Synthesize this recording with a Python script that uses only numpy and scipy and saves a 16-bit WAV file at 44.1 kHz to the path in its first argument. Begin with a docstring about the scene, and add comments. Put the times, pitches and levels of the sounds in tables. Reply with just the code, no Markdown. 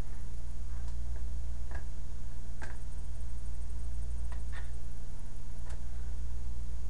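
"""Soft rubs, then hollow knocks: fingers turn zucchini slices in a thin plastic tub of beaten egg.
Next the slices drop into a plastic tray of meal; the tray rings and the dry grains crunch.
Heard from the camera's microphone in a small kitchen, with cupboards and walls close by. The counter
thuds under the firmer blows. Behind it all, appliance motors hum and beat slowly; right at the
microphone, the camera adds hiss, a thin whine and the faint high buzzes of its focus drive."""
import sys
import numpy as np
from scipy import signal
from scipy.fft import rfft, irfft
from scipy.io import wavfile
from scipy.ndimage import uniform_filter1d

SR = 44100
rng = np.random.default_rng(int(sys.argv[2]) if len(sys.argv) > 2 else 0)


def bounce(signal):
    """Save signal as a 16-bit WAV file at the path given by the first command-line argument."""
    frames = np.transpose(np.atleast_2d(signal))
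    limited = np.clip(frames, -1, 1)
    pcm = np.round(limited * 32767).astype(np.int16)
    wavfile.write(sys.argv[1], SR, pcm)


N = 303960
TIME = np.arange(N) / SR
SINCE_BLOW = TIME[:SR // 3]

# ringing of the egg tub and the meal tray: (frequency [Hz], relative level [dB], t60 [s])
TUB_MODES = [(241, -8.5, 0.13), (361, -3.5, 0.05), (602, -7, 0.031), (693, -4, 0.03), (850, -8.5, 0.039),
             (960, -9.5, 0.044), (1370, -25, 0.027), (1587, -2.5, 0.038), (1736, -2.5, 0.03),
             (1897, -8.5, 0.027), (2540, -19.5, 0.041), (4470, -32, 0.025)]
TRAY_MODES = [(648, -2, 0.03), (808, 0, 0.017), (1015, -2, 0.032), (1130, -17, 0.026), (1456, -8, 0.053),
              (1594, -7, 0.032), (1863, -2, 0.027), (1992, -8.5, 0.017), (2640, -5, 0.016),
              (3640, -7, 0.015), (3820, -7, 0.013), (4360, -12, .02)]
# knocks on each container: (time [s], level [dB], colour centre [Hz], click level [dB])
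TUB_KNOCKS = [(.879, -57.5, 900, -55.5), (1.159, -52.5, 560, -72), (1.712, -48.5, 800, -73),
              (1.747, -44.5, 1040, -58.5), (2.618, -45, 616, -63), (2.6325, -42, 1740, -52),
              (2.700, -48, 1140, -69)]
TRAY_KNOCKS = [(4.320, -49.5, 1100, -68), (4.578, -51, 720, -74), (5.703, -56.5, 1500, -56.5)]
# fingers and slices rubbing the plastic: (time [s], length [s], level [dB], colour centre [Hz])
TUB_RUBS = [(.0, .27, -67.5, 1160), (0.651, 0.23, -66.5, 1110), (2.29, 0.054, -66.5, 696),
            (2.74, 0.026, -65, 890), (5.779, 0.42, -70, 1080)]
TRAY_RUBS = [(4.319, 0.024, -58, 2600), (4.518, 0.087, -51.5, 2010), (4.588, .12, -65, 1900),
             (5.653, 0.043, -58.5, 740), (5.711, 0.037, -57, 420)]
# spectra of a wet click, slipping skin and grinding meal: (frequency [Hz], relative level [dB])
CLICK_SPECTRUM = [(1000, -22), (2500, 1), (4700, 10), (6300, 7), (8000, 9.5), (11000, -2)]
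RASP_SPECTRUM = [(200, 2), (600, 1), (1300, -5), (2000, 0), (2400, -12), (3000, -14.5), (3700, -7.5),
                 (4500, -11.5), (6000, -21)]
MEAL_SPECTRUM = [(400, -6), (1600, 15.5), (2100, 2), (2700, 3.5), (5000, -1.5), (8000, 5.5), (11000, 1.5)]
# meal giving way under a slice or a hand: (time [s], length [s], level [dB])
CRUNCHES = [(5.693, 0.024, -49), (5.71, 0.031, -68), (6.174, 0.019, -62)]
# soft thuds of the counter: (time [s], level [dB])
THUDS = [(1.161, -43), (1.748, -32.5), (2.62, -35.5), (5.71, -38.5)]

# appliance motors at nearly the same speed, one entry each: (speed [Hz]) and (level [dB])
MOTOR_SPEEDS_HZ = [58.31, 57.95, 58.95]
MOTOR_LEVELS_DB = [-42.5, -48, -56.5]
# steady motor tones: (frequency [Hz], level [dB])
MOTOR_TONES = [(18.1, -38), (50.3, -52), (91.5, -62), (117.9, -52.5), (177.6, -69.5), (220.8, -63)]
# resonances in the appliance's rush of air: (frequency [Hz], width [Hz], relative level [dB])
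RUSH_BANDS = [(412, 93, -1.5), (669.5, 74, -3), (938, 82, -5.5), (1227, 300, -15), (1570, 150, -11.5),
              (1876, 130, -16)]
# low rumble of the room: (frequency [Hz], relative level [dB])
RUMBLE_SPECTRUM = [(10, 1), (20, -19), (35, -17), (70, -16.5), (110, -25.5), (185, -23), (290, -37),
                   (2000, -57.5), (4000, -67)]

# whine of the camera's electronics: (frequency [Hz], level [dB])
WHINE_TONES = [(5800, -77), (6200, -92), (6700, -73), (7400, -87), (9600, -86)]
# spectra of amplifier hiss, focus steps and focus twitches: (frequency [Hz], relative level [dB])
HISS_SPECTRUM = [(100, 3.5), (2000, 4), (5000, 4.5), (7900, 3.5), (8600, 7.5), (9100, 4), (9350, 5.5),
                 (10200, 1.5), (11000, -7.5)]
STEP_SPECTRUM = [(7000, -59), (7850, -6), (8020, -1), (8550, 8), (9100, 7), (9330, -42), (9800, -22),
                 (10150, 5.5), (10500, -15), (11000, -3)]
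TWITCH_SPECTRUM = [(7500, -26), (8800, -1), (9700, -10), (10100, 13), (10600, -18)]
# the focus drive hunts in steps; before and after, it only twitches: (start [s], end [s])
STEP_RUNS = [(2.585, 4.75)]
TWITCH_RUNS = [(.065, .56), (4.85, 5.6)]


def handling(knock_table, rub_table, modes, slide_lag_s=.008, slide_s=.048, slide_db=-15.5, slide_hz=520):
    """Hands on one container: knocks, a softer, duller finger slide after each, and separate rubs."""
    slides = [(s + slide_lag_s, slide_s, db + slide_db, slide_hz) for s, db, _, _ in knock_table]
    return knocks(knock_table, modes) + rubs(slides + rub_table, modes)


def knocks(table, modes, click_s=0.011, spatter=0.32, rebound_s=.0072, rebound_db=-5.5):
    """Each knock starts with a wet click and rings the plastic; the springy wall taps back once."""
    out = np.zeros(N)
    for s, db, centre_hz, click_db in table:
        fade_s = click_s * undb(spatter * (click_db + 65))  # a louder click spatters for longer
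        for lag_s, drop_db in [(0, 0), (rebound_s, rebound_db)]:
            body = contact(plastic_ring(modes), centre_hz)
            body /= np.std(body[:SR // 100])  # the first 10 ms set the level
            click = colour(rng.standard_normal(len(SINCE_BLOW)), CLICK_SPECTRUM)
            click *= np.exp(-SINCE_BLOW / fade_s)
            add(out, s + lag_s, undb(drop_db) * (undb(db) * body + undb(click_db) * click))
    return out


def rubs(table, modes, slips_per_s=2500, rasp_db=6):
    """Skin sticks and slips on the wall; each slip rasps by itself and rings the plastic."""
    out = np.zeros(N)
    for s, length_s, db, centre_hz in table:
        push = swell(length_s)
        slips = push * grains(len(push), slips_per_s)
        body = unit(signal.fftconvolve(slips, plastic_ring(modes)))
        rasp = colour(np.pad(slips, (0, len(SINCE_BLOW) - 1)), RASP_SPECTRUM)
        rub = contact(body + undb(rasp_db) * rasp, centre_hz)
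        add(out, s, undb(db) * rub / np.sqrt(np.sum(rub ** 2) / len(push)))
    return out


def plastic_ring(modes, scatter_db=-0.4, detune=0.018, split=0.022, spread_s=0.00058):
    """A container's answer to one blow; the place of the blow and the grip shift each mode a little."""
    hz, db, t60 = np.transpose(modes)[:, :, None]
    strength, shift, side = rng.standard_normal((3, len(modes), 1))
    phase = 2 * np.pi * hz * (1 + detune * shift) * SINCE_BLOW
    # opposite walls are nearly alike, so each mode has a weaker twin close by
    twins = .5 * np.sin(phase * (1 + 2 * split * np.tanh(2 * side)))
    waves = np.sign(side) * np.sin(phase) + twins
    ringing = np.sum(undb(db + scatter_db * strength) * waves * decay(t60), axis=0)
    # the ribbed walls have many more weak modes, which merge into a short papery noise
    papery = unit(soften(rng.standard_normal(len(SINCE_BLOW)), hz=1600)) * decay(t60=0.034)
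    onset = 1 - np.exp(-SINCE_BLOW / spread_s)  # bending waves take a moment to spread
    return (ringing + undb(-5) * papery) * onset


def contact(x, centre_hz):
    """The place and hardness of a contact favour one region of the plastic's modes."""
    return signal.lfilter(*signal.iirpeak(centre_hz, Q=1.0, fs=SR), x)


def meal(grains_per_s=5000):
    """Dry grains in the tray grind against each other."""
    out = np.zeros(N)
    for s, length_s, db in CRUNCHES:
        push = swell(length_s)
        add(out, s, undb(db) * push * colour(grains(len(push), grains_per_s), MEAL_SPECTRUM))
    return out


def counter(low_hz=67, upper_hz=148, upper_db=-17, rise_s=0.018):
    """Under the containers, the worktop's two low modes build up and die away."""
    out = np.zeros(N)
    envelope = SINCE_BLOW / rise_s * np.exp(1 - SINCE_BLOW / rise_s)
    low = np.sin(2 * np.pi * low_hz * SINCE_BLOW)
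    upper = undb(upper_db) * np.sin(2 * np.pi * upper_hz * SINCE_BLOW)
    for s, db in THUDS:
        add(out, s, undb(db) * envelope * (low + upper))
    return out


def kitchen(x, t60=0.22, wet_db=-11, dull_hz=5000, gap_s=0.0048):
    """Near cupboards and walls send a short, dull tail to the microphone just after the direct sound."""
    tail = soften(rng.standard_normal(len(SINCE_BLOW)), dull_hz) * decay(t60) * (SINCE_BLOW > gap_s)
    return x + undb(wet_db) * signal.fftconvolve(x, tail / np.linalg.norm(tail))[:N]


def appliance(in_step_s=1.17, rumble_db=-46, rush_db=-63, flutter_db=-1.04):
    """Room tone: motors beat about every three seconds over a low rumble and a resonant rush of air."""
    hum = sum(np.sqrt(2) * undb(db) * np.cos(2 * np.pi * hz * (TIME - in_step_s))
              for hz, db in zip(MOTOR_SPEEDS_HZ, MOTOR_LEVELS_DB))
    hum += sum(tone(hz, db) for hz, db in MOTOR_TONES)
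    rush = np.zeros(N)
    for hz, width_hz, db in RUSH_BANDS:
        band = signal.lfilter(*signal.iirpeak(hz, hz / width_hz, fs=SR), rng.standard_normal(N))
        rush += undb(db + flutter_db * wander(rate_hz=16)) * band
    rumble = undb(rumble_db) * noise(RUMBLE_SPECTRUM)
    return hum + rumble + undb(rush_db) * unit(soften(rush, hz=2700))


def focus_drive(step_db=-60, step_s=0.026, twitch_db=-67, twitch_s=0.015):
    """Inside the camera, each step or twitch of the focus drive gives a short, high buzz."""
    steps = stutter(STEP_RUNS, np.sqrt(np.abs(swell(step_s))), gap_s=.079)
    twitches = stutter(TWITCH_RUNS, swell(twitch_s), gap_s=.065)
    hunting = undb(step_db) * steps * noise(STEP_SPECTRUM)
    return hunting + undb(twitch_db) * twitches * noise(TWITCH_SPECTRUM)


def electronics(hiss_db=-65):
    """The noise floor behind the microphone: amplifier hiss and a steady, thin whine."""
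    return undb(hiss_db) * noise(HISS_SPECTRUM) + sum(tone(hz, db) for hz, db in WHINE_TONES)


def stutter(runs, envelope, gap_s, jitter=.25):
    """A short envelope repeated through each run, every time a little early or late."""
    out = np.zeros(N)
    for start, end in runs:
        for s in np.arange(start, end, gap_s):
            add(out, s + gap_s * jitter * rng.uniform(-1.03, 1), envelope)
    return out


def grains(samples, per_s):
    """Tiny impacts at random moments."""
    return (rng.random(samples) < per_s / SR) * rng.standard_normal(samples)


def tone(hz, db):
    """A sine of the given rms level."""
    return np.sqrt(2) * undb(db) * np.sin(2 * np.pi * (hz * TIME + rng.random()))


def noise(spectrum):
    """Steady noise of the given colour; rms 1."""
    return colour(rng.standard_normal(N), spectrum)


def colour(x, spectrum):
    """Shape x by (frequency [Hz], relative level [dB]) points; rms 1."""
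    hz, db = np.transpose(spectrum)
    bins_hz = np.maximum(np.fft.rfftfreq(len(x), 1 / SR), 1)
    gain = undb(np.interp(np.log(bins_hz), np.log(hz), db))
    return unit(irfft(rfft(x) * gain, len(x)))


def soften(x, hz):
    """Two-pole low-pass."""
    return signal.sosfilt(signal.butter(2, hz, fs=SR, output="sos"), x)


def wander(rate_hz):
    """Smooth random drift; rms 1."""
    hold = int(SR / rate_hz)
    stairs = np.repeat(rng.standard_normal(N // hold + 1), hold)
    return unit(uniform_filter1d(stairs, hold)[:N])


def swell(length_s):
    """A rounded rise and fall."""
    return np.sin(np.linspace(0, np.pi, int(length_s * SR)))


def decay(t60):
    """The fade after a blow: 60 dB in t60 seconds."""
    return np.exp(-np.log(1000) * SINCE_BLOW / t60)


def undb(db):
    """Decibels to gain."""
    return 10 ** (np.asarray(db) / 20)


def unit(x):
    """Scale to rms 1."""
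    return x / np.sqrt(np.mean(x ** 2))


def add(out, s, sound):
    """Mix a sound in at time s."""
    start = max(int(s * SR), 0)
    out[start:start + len(sound)] += sound[:N - start]


def scene():
    """One microphone in the kitchen: the cook's hands in front, room tone and camera noise beneath."""
    tub = handling(TUB_KNOCKS, TUB_RUBS, TUB_MODES)
    tray = handling(TRAY_KNOCKS, TRAY_RUBS, TRAY_MODES)
    foreground = kitchen(tub + tray + meal()) + counter()
    return (foreground + appliance() + focus_drive() + electronics())[None]


def record(dry):
    """The camera cuts the top steeply; its converter rests slightly off zero."""
    top_hz, dc_offset = 10600, .052
    return dc_offset + signal.sosfilt(signal.ellip(8, .2, 70, top_hz, fs=SR, output="sos"), dry)


dry = scene()
out = record(dry)
bounce(out)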